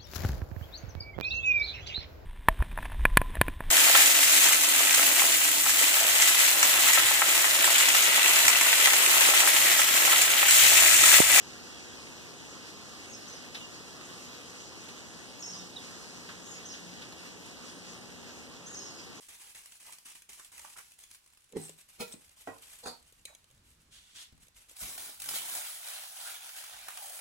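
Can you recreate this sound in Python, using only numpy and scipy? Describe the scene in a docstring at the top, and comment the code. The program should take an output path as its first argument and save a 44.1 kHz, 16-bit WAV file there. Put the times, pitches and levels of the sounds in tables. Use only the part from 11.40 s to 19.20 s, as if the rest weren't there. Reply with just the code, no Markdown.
"""Rain on a lawn, with birds

Steady heavy rain heard from a porch: noise and single ticks form a wide hiss over a low rumble.
Mains equipment hums as wavering sines; three birds sing in gliding sines with a scattered tail.
A few big drips splat nearby as short noise bursts in three bands.
Two microphone ports pick it up; each channel subtracts a delayed copy of the other port to widen the image."""
import sys
import numpy as np
from scipy import signal
from scipy.fft import rfft, irfft
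from scipy.io import wavfile
from scipy.ndimage import uniform_filter1d

SR = 44100
rng = np.random.default_rng(int(sys.argv[2]) if len(sys.argv) > 2 else 0)


def waveform_to_disk(signal):
    """Save audio, clipped to [-1, 1], as 16-bit WAV at the path in sys.argv[1]."""
    frames = np.transpose(np.atleast_2d(signal))
    scaled = np.clip(frames, -1, 1) * 32767
    samples = np.round(scaled).astype(np.int16)
    wavfile.write(sys.argv[1], SR, samples)


N = 343980
HZ = np.maximum(np.fft.rfftfreq(N, 1 / SR), 1)  # FFT bins, kept above 0 for the log axis


def from_db(db):
    """Gain of a level in dB."""
    return 10 ** (np.asarray(db) / 20)


def by_hz(rows):
    """Each column of a table read at every FFT bin, on a log-frequency axis."""
    hz, *columns = np.transpose(rows)
    return [np.interp(np.log(HZ), np.log(hz), column) for column in columns]


def drift(points_per_s):
    """Slow chance of spread 1: random points joined by straight lines."""
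    return np.interp(np.arange(N) * points_per_s / SR, np.arange(3000), rng.standard_normal(3000))


def band(x, low_hz, high_hz):
    """Causal band-pass."""
    return signal.sosfilt(signal.butter(2, [low_hz, high_hz], "band", fs=SR, output="sos"), x)


def at_ports(x, pan_db, lag_s):
    """A source off to one side reaches the right port lag_s later (earlier if negative), at another level."""
    right = irfft(rfft(x) * np.exp(-2j * np.pi * HZ * lag_s), N)
    return np.array([x * from_db(pan_db / 2), right * from_db(-pan_db / 2)])


# course of the shower: (time [s], rumble gain [dB], hiss gain [dB])
SHOWER_COURSE = [(0.0, -2, -0.5), (7.8, -2, -2.5)]
# rain spectrum before the shower gains: (frequency [Hz], density [dB per Hz])
RAIN_SPECTRUM = [(25, -74), (45, -76.5), (70, -70.5), (150, -74), (280, -75), (480, -81), (650, -86),
                 (2300, -88), (3000, -86), (3700, -89), (4500, -85.5), (5200, -86.5), (6500, -87),
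                 (8000, -90.5), (10500, -100), (14000, -105)]
# the two ports: (frequency [Hz], likeness [-1 to 1], phase of right port [rad], left minus right [dB])
PORT_LIKENESS = [(28, .99, .07, -.4), (65, .96, -.03, -1.1), (100, .94, .03, -1.8), (150, .94, 0, -1.2),
                 (220, .88, -.22, -2.5), (370, .77, -.14, -.9), (480, .68, .05, -1.2),
                 (620, .34, .15, -1.2), (900, .1, 0, -1.8), (1500, -.18, 0, -1.5), (2400, -.1, 0, -.3),
                 (3000, -.2, 0, -3), (3600, 0, 0, -1), (4500, 0, 0, 1.2), (6500, 0, 0, 1.5),
                 (8000, 0, 0, -1), (10500, 0, 0, -3), (14000, 0, 0, -5.5)]
DROPS_PER_S, DROP_POWER_SHARE = 2500, 0.26


def rain(patchy_db, size_db):
    """Far drops merge to noise, nearer ones stay single ticks; gusts make the treble come in patches."""
    sizes = from_db(size_db * np.minimum(rng.exponential(1, (2, N)), 5))
    signed_sizes = sizes * rng.choice([-1, 1], (2, N))
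    drops = signed_sizes * (rng.random((2, N)) < DROPS_PER_S / SR)
    far = rng.standard_normal((2, N))
    ticks = drops / drops.std()
    near = rfft(np.sqrt(1 - DROP_POWER_SHARE) * far + np.sqrt(DROP_POWER_SHARE) * ticks)

    time_s, rumble_db, hiss_db = np.transpose(SHOWER_COURSE)
    t, gust = np.arange(N) / SR, drift(14)
    white = irfft(rfft(far) * (HZ < 1000), N) * from_db(np.interp(t, time_s, rumble_db))
    for low_hz in 1000 * 2 ** np.arange(0, 4, .5):  # half-octave bands
        patch_db = np.interp(t, time_s, hiss_db) + patchy_db * (0.59 * gust + drift(20))
        in_band = (HZ >= low_hz) * (HZ < low_hz * np.sqrt(2))
        white += irfft(near * in_band, N) * from_db(patch_db)

    # long waves reach both ports nearly alike, short ones are mostly unrelated
    likeness, phase_rad, balance_db = by_hz(PORT_LIKENESS)
    density_db, = by_hz(RAIN_SPECTRUM)
    left, other = rfft(white) * from_db(density_db) * np.sqrt(SR / 2)
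    right = likeness * left * np.exp(1j * phase_rad) + np.sqrt(1 - likeness ** 2) * other
    return irfft([left * from_db(balance_db / 2), right * from_db(-balance_db / 2)], N)


# hum lines before their drift: (frequency [Hz], level [dB])
HUM_LINES = [(120, -63), (179.5, -60), (240, -60), (480, -70), (720, -76)]
# extra gain of the third harmonic: (time [s], gain [dB])
THIRD_HARMONIC_SWELL = [(0, -8), (2.4, -20), (2.7, 1), (4.0, -5), (4.22, 14.5), (4.45, -1), (4.7, 6.5),
                        (6.8, 4.5), (7.8, -8)]


def hum():
    """Mains harmonics: sines whose levels waver; the third one also swells."""
    t = np.arange(N) / SR
    lines = []
    for hz, level_db in HUM_LINES:
        waver = from_db(level_db + 3.0 * drift(8))
        lines.append(waver * np.sin(2 * np.pi * (hz * t + rng.random())))
    lines[1] *= from_db(np.interp(t, *np.transpose(THIRD_HARMONIC_SWELL)))
    return sum(lines)


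def bird(notes, flutter_db, rasp_hz):
    """Each note is a gliding sine with soft ends; held notes are purer, fast glides turn raspy."""
    out, tremble_hz = np.zeros(N), rasp_hz * drift(330)
    for note in notes:
        time_s, hz, level_db = np.transpose(note)
        at = np.arange(round(time_s[0] * SR), round(time_s[-1] * SR))
        t = at / SR
        ends = np.clip(np.minimum(t - time_s[0], time_s[-1] - t) / .004, 0, 1)
        pitch_hz = np.interp(t, time_s, hz)
        glide = np.clip(abs(np.gradient(pitch_hz)) * SR / 15000, .25, 1)  # 1 = 15 kHz/s or faster
        phase = 2 * np.pi * np.cumsum(pitch_hz + glide * tremble_hz[at]) / SR
        flutter = from_db(flutter_db * (.5 + glide) * drift(140)[at])
        level = np.sqrt(2) * from_db(np.interp(t, time_s, level_db))
        out[at] += ends * flutter * level * np.sin(phase)
    return out


EDGE_DB = 1  # drop at both ends of a chirp
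THIN_HZ, THIN_DB_PER_KHZ = 6350, 14  # chirps weaken above this pitch


def chirps(rows):
    """The pitch of a chirp is a parabola through its start, middle and end."""
    u, notes = np.linspace(-1, 1, 9), []
    for start_s, length_s, start_hz, middle_hz, end_hz, level_db in rows:
        slope_hz = (end_hz - start_hz) / 2
        bend_hz = (start_hz + end_hz) / 2 - middle_hz
        hz = middle_hz + slope_hz * u + bend_hz * u ** 2
        thin_db = THIN_DB_PER_KHZ * np.maximum(hz - THIN_HZ, 0) / 1000
        time_s = start_s + length_s * (u + 1) / 2
        notes.append(np.transpose([time_s, hz, level_db - EDGE_DB * u ** 2 - thin_db]))
    return notes


# (time [s], length [s], start pitch [Hz], middle pitch [Hz], end pitch [Hz], level before flutter [dB])
DEEP_BIRD_CHIRPS = [(.295, .014, 2750, 2820, 2900, -57), (.372, .011, 2930, 2810, 2700, -55),
                    (.565, .05, 2550, 2510, 2480, -60), (.612, .016, 3200, 3150, 3100, -57),
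                    (.718, .014, 2600, 2620, 2640, -57), (2.207, .051, 2900, 2855, 2820, -49),
                    (5.33, .02, 3000, 2900, 2800, -55)]


def deep_bird():
    """Curved chirps of the deepest bird, with the least flutter and rasp."""
    return bird(chirps(DEEP_BIRD_CHIRPS), flutter_db=1.5, rasp_hz=50)


# (time [s], length [s], start pitch [Hz], middle pitch [Hz], end pitch [Hz], level before flutter [dB])
LOW_BIRD_CHIRPS = [(.335, .055, 3300, 3350, 3050, -59), (.525, .025, 3400, 3300, 3200, -58),
                   (1.855, .025, 3660, 3850, 4200, -62), (2.205, .03, 3460, 3550, 3650, -61),
                   (2.89, .025, 4000, 3950, 3900, -60), (4.186, .03, 3690, 3660, 3720, -57),
                   (4.329, .018, 3450, 3950, 5100, -56), (4.36, .016, 3850, 3820, 3600, -46),
                   (4.373, .021, 3550, 3480, 3900, -49), (4.398, .011, 3600, 3400, 3500, -49.5),
                   (4.407, .015, 3750, 3780, 3950, -53)]


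def low_bird():
    """Curved chirps of the low bird, mostly pitched between the other two."""
    return bird(chirps(LOW_BIRD_CHIRPS), flutter_db=2.2, rasp_hz=60)


def echoes(x, wet_db, t60_s):
    """Trees and house walls scatter the song into a short tail, another one at each port."""
    t = np.arange(SR // 2) / SR
    tails = rng.standard_normal((2, len(t))) * from_db(-60 * t / t60_s) * (t > .006)
    tails /= np.sqrt(np.sum(tails ** 2, axis=1, keepdims=True))
    return from_db(wet_db) * signal.fftconvolve(x[None], tails, axes=1)[:, :N]


# big drips: (time [s], level before lift [dB], 1-2.6 kHz part before lift [dB],
# 6.5-10.5 kHz part before lift [dB], t60 [s], left minus right [dB])
DRIPS = [(0.667, -44, -11, -20, 0.067, 3), (2.146, -35.5, -19, -22, 0.16, 4),
         (2.61, -43, -5, -16, 0.056, 2), (3.022, -59, -10, -16, 0.1, -3), (3.439, -59, -9, 5, 0.1, 1),
         (3.4854, -44, -6, -11, 0.13, 1), (4.888, -49, 2.5, -17, 0.21, -11),
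         (5.3383, -46, -16, -24, 0.22, 2), (5.6173, -43.5, -18, -18, 0.16, -1),
         (5.722, -46, -6, -11, 0.092, 2), (6.059, -55.5, 0, 2, 0.1, -4)]
DRIP_LIFT_DB, LOW_LIFT_DB, HIGH_LIFT_DB = 6.0, 2.0, 2.5


def splats():
    """A big drip bursts into spray: a noise burst in three bands that dies fast."""
    out, t = np.zeros((2, N)), np.arange(SR // 5) / SR
    for start_s, level_db, low_db, high_db, t60_s, pan_db in DRIPS:
        envelope = (1 - np.exp(-t / 0.00065)) * from_db(-60 * t / max(t60_s, .02))
        spray = rng.standard_normal((2, len(t))) * envelope
        # a narrow band holds less of the noise, so the parts are lifted
        burst = band(spray, 1840, 4840)
        burst += from_db(low_db + LOW_LIFT_DB) * band(spray, 920, 2630)
        burst += from_db(high_db + HIGH_LIFT_DB) * band(spray, 6500, 10500)
        at = round(start_s * SR)
        sides_db = pan_db * np.array([[.5], [-.5]])
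        out[:, at:at + len(t)] += from_db(level_db + DRIP_LIFT_DB + sides_db) * burst
    return out


# held whistles: (time [s], length [s], pitch [Hz], scoop from below [Hz], end level before flutter [dB])
HELD_WHISTLES = [(1.692, .041, 6550, 0, -52), (3.99, .036, 6660, 0, -48), (5.064, .084, 6720, 150, -50),
                 (7.258, .085, 6700, 1000, -51)]
SCOOP_S, SWELL_DB = .014, 6
SECOND_VOICE_HZ, SECOND_VOICE_DB = 900, -11  # relative to the whistle


def whistles():
    """A whistle scoops up to its pitch and swells; a weaker second voice holds above it."""
    notes = []
    for start_s, length_s, hz, scoop_hz, level_db in HELD_WHISTLES:
        end_s, scooped_s = start_s + length_s, start_s + SCOOP_S
        notes.append([(start_s, hz - scoop_hz, level_db - SWELL_DB),
                      (scooped_s, hz, level_db - SWELL_DB / 2),
                      (end_s, hz, level_db)])
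        second_hz, second_db = hz + SECOND_VOICE_HZ, level_db + SECOND_VOICE_DB
        notes.append([(start_s + SCOOP_S / 2, second_hz, second_db), (end_s, second_hz, second_db)])
    return notes


# slides: (time [s], length [s], landing pitch [Hz], level before fade and flutter [dB])
DOWN_SLIDES = [(1.729, .06, 5340, -54), (4.022, .046, 5420, -46.5), (4.073, .044, 5440, -49),
               (5.111, .012, 6160, -48), (7.338, .022, 6100, -50)]
TOP_HZ, SLIDE_S, FADE_DB_PER_S = 6650, .008, 150


def slides():
    """A slide drops fast from the top pitch, then holds and fades."""
    notes = []
    for start_s, length_s, hz, level_db in DOWN_SLIDES:
        end_db = level_db - FADE_DB_PER_S * length_s
        notes.append([(start_s, TOP_HZ, level_db),
                      (start_s + SLIDE_S, hz, level_db),
                      (start_s + length_s, hz, end_db)])
    return notes


# (time [s], length [s], start pitch [Hz], middle pitch [Hz], end pitch [Hz], level before flutter [dB])
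HIGH_BIRD_CHIRPS = [(1.745, .014, 6050, 6050, 6100, -51), (1.875, .016, 6100, 6200, 6350, -54),
                    (1.925, .022, 5900, 6150, 6350, -55), (1.958, .024, 5500, 5000, 4840, -54),
                    (4.03, .02, 5800, 6250, 6350, -56), (4.046, .03, 5600, 6300, 6600, -49),
                    (4.094, .03, 5480, 6300, 6550, -50), (4.122, .026, 6100, 5200, 4950, -49),
                    (4.155, .03, 4950, 5150, 5750, -54), (4.135, .03, 6500, 5900, 5500, -57),
                    (4.16, .045, 6400, 5900, 5000, -55), (5.056, .01, 6050, 6250, 6500, -52),
                    (5.252, .04, 5650, 6650, 6100, -47.5), (5.285, .06, 5950, 5600, 6000, -55),
                    (5.285, .045, 5300, 5100, 4800, -57), (5.316, .022, 6000, 6600, 6050, -46.5),
                    (7.343, .022, 5600, 5300, 5250, -54), (7.36, .04, 5950, 6550, 6450, -48),
                    (7.375, .024, 6050, 6050, 6000, -56), (7.395, .045, 5400, 5250, 4900, -56),
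                    (7.418, .05, 6050, 6600, 6650, -52), (7.45, .045, 6300, 5600, 5400, -59),
                    (7.588, .016, 4900, 5500, 6340, -60), (7.47, .08, 6620, 6600, 6550, -57),
                    (7.572, .04, 5100, 4850, 5000, -59), (1.81, .014, 5300, 5300, 5300, -56),
                    (1.9, .04, 5300, 5100, 5300, -61), (1.728, .012, 6200, 6100, 6000, -53),
                    (1.894, .012, 6100, 6100, 6150, -55), (5.117, .012, 5300, 5300, 5250, -56),
                    (5.154, .03, 5500, 5000, 5100, -59), (7.47, .03, 5400, 5450, 5400, -56)]
HOARSE_DB = -5  # against the purer voice


def high_bird():
    """Whistles, slides and chirps; a hoarse, raspier voice doubles the slides and chirps."""
    song = slides() + chirps(HIGH_BIRD_CHIRPS)
    pure = bird(whistles() + song, flutter_db=2.6, rasp_hz=110)
    hoarse = bird(song, flutter_db=3.0, rasp_hz=600)
    return pure + from_db(HOARSE_DB) * hoarse


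def scene():
    """All sources at the two ports."""
    shower = rain(patchy_db=1.27, size_db=3.5)
    mains = at_ports(hum(), pan_db=-2, lag_s=.00003)
    deep, low = deep_bird(), low_bird()
    drips = splats()
    high = high_bird()
    birds = at_ports(deep, pan_db=-3.0, lag_s=-.00015)
    birds += at_ports(low, pan_db=-3.0, lag_s=-.000235)
    birds += at_ports(high, pan_db=2, lag_s=.000165)
    birds += echoes(low + deep, wet_db=-7.0, t60_s=0.16)
    birds += echoes(high, wet_db=-1.5, t60_s=0.35)
    return shower + mains + birds + drips


# widening: (frequency [Hz], share of opposite port subtracted from left [0-1], from right [0-1],
# phase lead of the copy [rad])
WIDENING = [(1500, 1, 1, 0), (2250, 1, 1, -.05), (2600, 1, 1, 0), (3500, .68, .76, .16),
            (4500, .3, .72, .09), (5500, .12, .7, 0), (7000, .03, .47, 0), (8200, 0, .27, 0),
            (9500, 0, .12, 0), (11000, 0, 0, 0)]
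CROSS_LAG_S = .000442


def widen(ports):
    """Each channel's spectrum loses a delayed, treble-dulled copy of the opposite port."""
    *shares, lead_rad = by_hz(WIDENING)
    delay = np.exp(1j * lead_rad - 2j * np.pi * HZ * CROSS_LAG_S)
    return ports - shares * delay * ports[::-1]


# notch in what both channels share: (frequency [Hz], gain [dB])
CENTRE_NOTCH = [(2040, 0), (2120, -22), (2250, -36), (2340, -22), (2420, 0)]
# bands of the centre that drop out at times: (low edge [Hz], high edge [Hz], share of the time [0-1])
WAVERING_BANDS = [(2020, 2140, .45), (2320, 2430, .8), (2430, 2570, .4), (4390, 4560, .12)]
WAVERS_PER_S = 14
# moments when the hollow fills: (time [s], length [s], share filled [0-1])
HOLLOW_FILLS = [(.705, .05, .15), (4.875, .055, .8)]


def hollow_centre(wide):
    """The image centre is notched in one band; nearby bands and one an octave up drop out by chance."""
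    t = np.arange(N) / SR
    middle = wide.mean(axis=0)
    notch_db, = by_hz(CENTRE_NOTCH)
    centre = from_db(notch_db) * middle
    filled = sum(share * (t > start_s) * (t < start_s + length_s) for start_s, length_s, share in HOLLOW_FILLS)
    hollow = 1 - uniform_filter1d(filled, size=400)
    out = irfft(wide, N) - hollow * irfft(middle - centre, N)
    for low_hz, high_hz, share in WAVERING_BANDS:
        chance = drift(WAVERS_PER_S)
        gone = uniform_filter1d(1. * (chance < np.quantile(chance, share)), size=400)
        out = out - hollow * gone * irfft(centre * (HZ > low_hz) * (HZ < high_hz), N)
    return out


def record(dry):
    """The ports are widened, the centre is hollowed, and a steep low-pass cuts the top."""
    hollowed = hollow_centre(widen(rfft(dry)))
    return signal.sosfilt(signal.ellip(18, .3, 75, 14200, fs=SR, output="sos"), hollowed)


dry = scene()
out = record(dry)
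waveform_to_disk(out)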